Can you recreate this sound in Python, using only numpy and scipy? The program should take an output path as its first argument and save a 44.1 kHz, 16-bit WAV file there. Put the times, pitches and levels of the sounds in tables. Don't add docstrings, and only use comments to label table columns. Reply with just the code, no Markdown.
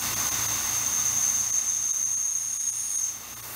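import sys
import numpy as np
from scipy.fft import rfft, irfft, next_fast_len
from scipy.io import wavfile
from scipy.ndimage import map_coordinates

SR = 44100
rng = np.random.default_rng(int(sys.argv[2]) if len(sys.argv) > 2 else 0)


def materialize(psi):
    bounded = np.clip(np.atleast_2d(psi).T, -1, 1)
    quanta = np.round(bounded * 32767).astype(np.int16)
    wavfile.write(sys.argv[1], SR, quanta)


N = 156555


def amp(db):
    return 10 ** (np.asarray(db) / 20)


def unit(x):
    return x / np.sqrt(np.mean(np.abs(x) ** 2) + 1e-20)


def curves(rows):
    time_s, *columns = np.transpose(rows)
    return [np.interp(np.arange(N) / SR, time_s, column) for column in columns]


def wobble(rate_hz):
    knots = rng.standard_normal(int(N * rate_hz / SR) + 4)
    return map_coordinates(knots, [np.arange(N) * rate_hz / SR])


# centre_hz, width_hz, boost_db
ENCLOSURE_MODES = [(1095, 60, 4), (1225, 45, 6), (1475, 45, 4), (1820, 50, 3), (2070, 160, 4),
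                   (2740, 100, 5.5), (3640, 190, 5.5), (4520, 110, 3), (5730, 130, 6), (7170, 140, 6.5),
                   (7920, 130, 5), (9950, 70, 3), (11850, 230, 3), (13350, 400, 4)]

def noise(spectrum, enclosed=False):
    size = next_fast_len(N + 8192)
    f = np.fft.rfftfreq(size, 1 / SR)
    hz, db = np.transpose(spectrum)
    gain_db = np.interp(np.log(f + 1), np.log(hz), db, left=-np.inf, right=-np.inf)
    if enclosed:
        gain_db += sum(boost * np.exp(-((f - centre) / width) ** 2)
                       for centre, width, boost in ENCLOSURE_MODES)
    white = rfft(rng.standard_normal(size))
    return unit(irfft(white * amp(gain_db), size)[:N])


def ringing(shape, centre_hz, saturation=0.17):
    size = next_fast_len(N)
    offset_hz, db = np.transpose(shape)
    gain = amp(np.interp(np.fft.fftfreq(size, 1 / SR), offset_hz, db, left=-np.inf, right=-np.inf))
    excitation = rng.standard_normal(size) + 1j * rng.standard_normal(size)
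    envelope = unit(np.fft.ifft(gain * excitation)[:N])
    envelope /= np.sqrt(1 + saturation * np.abs(envelope) ** 2)
    carrier = np.exp(2j * np.pi * np.cumsum(centre_hz) / SR)
    return unit(np.real(envelope * carrier))


# time_s, level_db
WHINE_LEVEL = [(0, -32), (.17, -32.5), (.3, -29.5), (.6, -30), (.78, -28.5), (1.2, -25), (1.42, -26),
               (1.5, -30), (1.55, -24), (1.63, -28), (1.7, -26.5), (1.8, -27), (2.03, -26), (2.14, -28.5),
               (2.3, -25.5), (2.46, -29.5), (2.72, -29.5), (2.84, -33), (2.96, -30), (3.04, -25.5),
               (3.2, -44), (3.3, -41), (3.55, -51)]
# time_s, pitch_hz
MAIN_PITCH = [(0, 6400), (1.3, 6400), (1.9, 6390), (2.3, 6455), (2.6, 6505), (2.95, 6525), (3.08, 6390),
              (3.5, 6440)]
# offset_hz, gain_db
MAIN_SHAPE = [(-700, -55), (-480, -33), (-300, -14), (-150, -6.5), (-50, -2.5), (12, 0), (90, -7.5),
              (220, -19), (450, -27), (900, -50)]
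# time_s, level_db
PARTNER_LEVEL = [(0, -1), (1.3, -2.5), (1.6, -7), (2.35, -16), (2.95, -16), (3.08, -11), (3.2, -5)]
# frequency_hz, gain_db
PARTNER_SPECTRUM = [(5800, -45), (5940, -20), (6080, -5), (6230, 0), (6400, -6), (6740, -11), (7000, -35)]
# time_s, relative_level_db
UPPER_LEVEL = [(0, -43.5), (.7, -45.5), (1.4, -45.5), (1.84, -48), (2.4, -43.5), (2.7, -41), (2.96, -38),
               (3.13, -53), (3.22, -56), (3.5, -49.5)]
# frequency_hz, gain_db
UPPER_SPECTRUM = [(7000, -25), (8250, -22), (8700, -7), (9000, -9.5), (9240, 1), (9520, -5.5), (9800, -16),
                  (10800, -18.5), (12500, -21)]

def drill(flutter_db=1, flutter_hz=45, upper_gain_db=1.5):
    level_db, = curves(WHINE_LEVEL)
    pitch_hz, = curves(MAIN_PITCH)
    partner_db, = curves(PARTNER_LEVEL)
    upper_db, = curves(UPPER_LEVEL)
    main = ringing(MAIN_SHAPE, pitch_hz)
    partner = amp(partner_db) * noise(PARTNER_SPECTRUM)
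    pair = (main + partner) / np.hypot(1, amp(partner_db))
    grip_db = flutter_db * wobble(flutter_hz)
    upper = amp(upper_db + upper_gain_db + .5 * grip_db) * noise(UPPER_SPECTRUM)
    return amp(level_db + grip_db) * pair + upper


# time_s, level_db
SINGING_LEVEL = [(0, -60), (1.75, -66), (1.93, -56), (2.1, -70), (2.5, -68), (2.7, -61), (2.82, -68),
                 (2.98, -59), (3.12, -72)]
# frequency_hz, gain_db
SINGING_SPECTRUM = [(3400, -37), (3570, 6), (3680, 11), (3770, 15), (3950, -46)]

def singing(flicker_db=3):
    level_db, = curves(SINGING_LEVEL)
    flicker = amp(flicker_db * wobble(25.3))
    return amp(level_db) * unit(flicker * noise(SINGING_SPECTRUM))


# time_s, body_db, fizz_db
HISS_LEVELS = [(0, -43.5, -43), (.03, -36, -38), (.45, -36.5, -39), (.8, -39.5, -41.5), (1.33, -42.5, -43),
               (1.65, -47.5, -50), (1.97, -50, -48.5), (2.3, -52, -51.7), (2.7, -53, -52.5),
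               (3.0, -52.5, -50), (3.25, -48.5, -54.5), (3.55, -47, -49)]
# frequency_hz, gain_db
BODY_SPECTRUM = [(25, -22), (55, -3.5), (110, -2), (160, -5), (240, -1.5), (330, -5), (450, -9), (700, -3),
                 (1000, 0), (1600, -4), (2300, -4.5), (3150, -6.5), (4500, -5), (7000, -4.5), (11000, -56)]
# frequency_hz, gain_db
FIZZ_SPECTRUM = [(2500, -52), (4500, -7.5), (7000, -5), (8700, -2), (10400, -4.5), (12500, 0), (13700, -3),
                 (14300, -0.5), (15200, 2.5), (15800, -4)]

def hiss(gain_db=3.5, body_flutter_db=0.03, fizz_flutter_db=0.95):
    body_db, fizz_db = curves(HISS_LEVELS)
    body = amp(body_db + body_flutter_db * wobble(20)) * noise(BODY_SPECTRUM, enclosed=True)
    fizz = amp(fizz_db + fizz_flutter_db * wobble(500)) * noise(FIZZ_SPECTRUM, enclosed=True)
    return amp(gain_db) * (body + fizz)


# shaft_multiple, relative_level_db
SPINDLE_ORDERS = [(2, -59.5), (3, -61.5), (4, -56.5), (5, -70), (7, -74), (8, -67.5), (9, -70.5),
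                  (11, -66.5), (12, -69)]

def hum(shaft_hz=28.4, motor_hz=116.62, beat_crest_s=.125, waver_db=1.5, gain_db=-2, follow=0.96):
    t = np.arange(N) / SR - beat_crest_s
    spindle = [(order * shaft_hz, db) for order, db in SPINDLE_ORDERS]
    motor = [(motor_hz, -57.5), (2 * motor_hz, -61)]  # pitch_hz, relative_level_db
    tones = np.zeros(N)
    for hz, db in spindle + motor:
        phase = rng.uniform(0, 2 * np.pi)
        if abs(hz - motor_hz) <= shaft_hz / 2:
            phase = 0
        tones += amp(db + waver_db * wobble(5.1)) * np.cos(2 * np.pi * hz * t + phase)
    body_db, _ = curves(HISS_LEVELS)
    swell_db = follow * (body_db - body_db.mean())
    return np.sqrt(2) * tones * amp(gain_db + swell_db)


# time_s, level_db
SCRAPE_LEVEL = [(0, -56), (.8, -42), (1.5, -40), (2.3, -46.5), (2.95, -41.5), (3.1, -43.5), (3.25, -64),
                (3.55, -50)]
# frequency_hz, gain_db
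SCRAPE_SPECTRUM = [(600, -23), (1100, -13.5), (2100, -8.5), (2600, -10.5), (3650, -6.5), (4900, -6),
                   (5400, 2.5), (5800, -2), (6900, 3.5), (7350, -2.5), (7600, -3), (10500, -5.5),
                   (13000, -12), (15000, -29)]

def scrape(grain_db=1.4, grain_hz=300):
    level_db, = curves(SCRAPE_LEVEL)
    return amp(level_db + grain_db * wobble(grain_hz)) * noise(SCRAPE_SPECTRUM, enclosed=True)


# centre_s, depth_db
NOISE_DIPS = [(.154, 18), (.304, 18), (.474, 15), (1.519, 18), (1.924, 14), (2.051, 16), (2.161, 19),
              (2.586, 19), (2.714, 16), (2.97, 16), (3.354, 18), (3.417, 16)]

def dips(half_width_s=.0072):
    t = np.arange(N) / SR
    return amp(-sum(db * np.exp(-((t - centre_s) / half_width_s) ** 2) for centre_s, db in NOISE_DIPS))


# pitch_hz, scatter_hz, level_db
DIP_TONES = [(1150, 90, -8), (3750, 200, -12), (11800, 200, -10), (13300, 250, -5), (15100, 200, -9)]

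def dip_tones(half_width_s=.011, scatter_db=2.5):
    t, bursts = np.arange(N) / SR, np.zeros(N)
    body_db, _ = curves(HISS_LEVELS)
    for centre_s, _ in NOISE_DIPS:
        near = np.abs(t - centre_s) < 3 * half_width_s
        offset_s = t[near] - centre_s
        window = np.exp(-(offset_s / half_width_s) ** 2)
        for hz, scatter_hz, db in DIP_TONES:
            detune, strength, phase = rng.standard_normal(3)
            tone = np.cos(2 * np.pi * ((hz + scatter_hz * detune) * offset_s + phase))
            bursts[near] += amp(db + scatter_db * strength) * window * tone
    return amp(body_db) * bursts


# time_s, level_db
SPRAY_LEVEL = [(0, -90), (2.85, -92), (3.1, -50.5), (3.25, -48), (3.4, -44.5), (3.55, -40)]
# frequency_hz, gain_db
SPRAY_SPECTRUM = [(250, -5.5), (380, 3.5), (800, 1), (1300, -1), (2400, -6), (5000, -12), (10300, -4),
                  (11900, 2.5), (13000, 2.5), (14200, 3), (15700, 2)]

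def spray(flutter_db=.5):
    level_db, = curves(SPRAY_LEVEL)
    return amp(level_db + flutter_db * wobble(30)) * noise(SPRAY_SPECTRUM, enclosed=True)


def scene():
    pitched = drill() + singing() + hum() + dip_tones()
    broadband = hiss() + spray() + scrape()
    return (pitched + dips() * broadband)[None]


def record(dry, cutoff_hz=15750):
    size = next_fast_len(N + SR // 2)
    passband = np.fft.rfftfreq(size, 1 / SR) < cutoff_hz
    return irfft(rfft(dry, size) * passband, size)[..., :N]


dry = scene()
out = record(dry)
materialize(out)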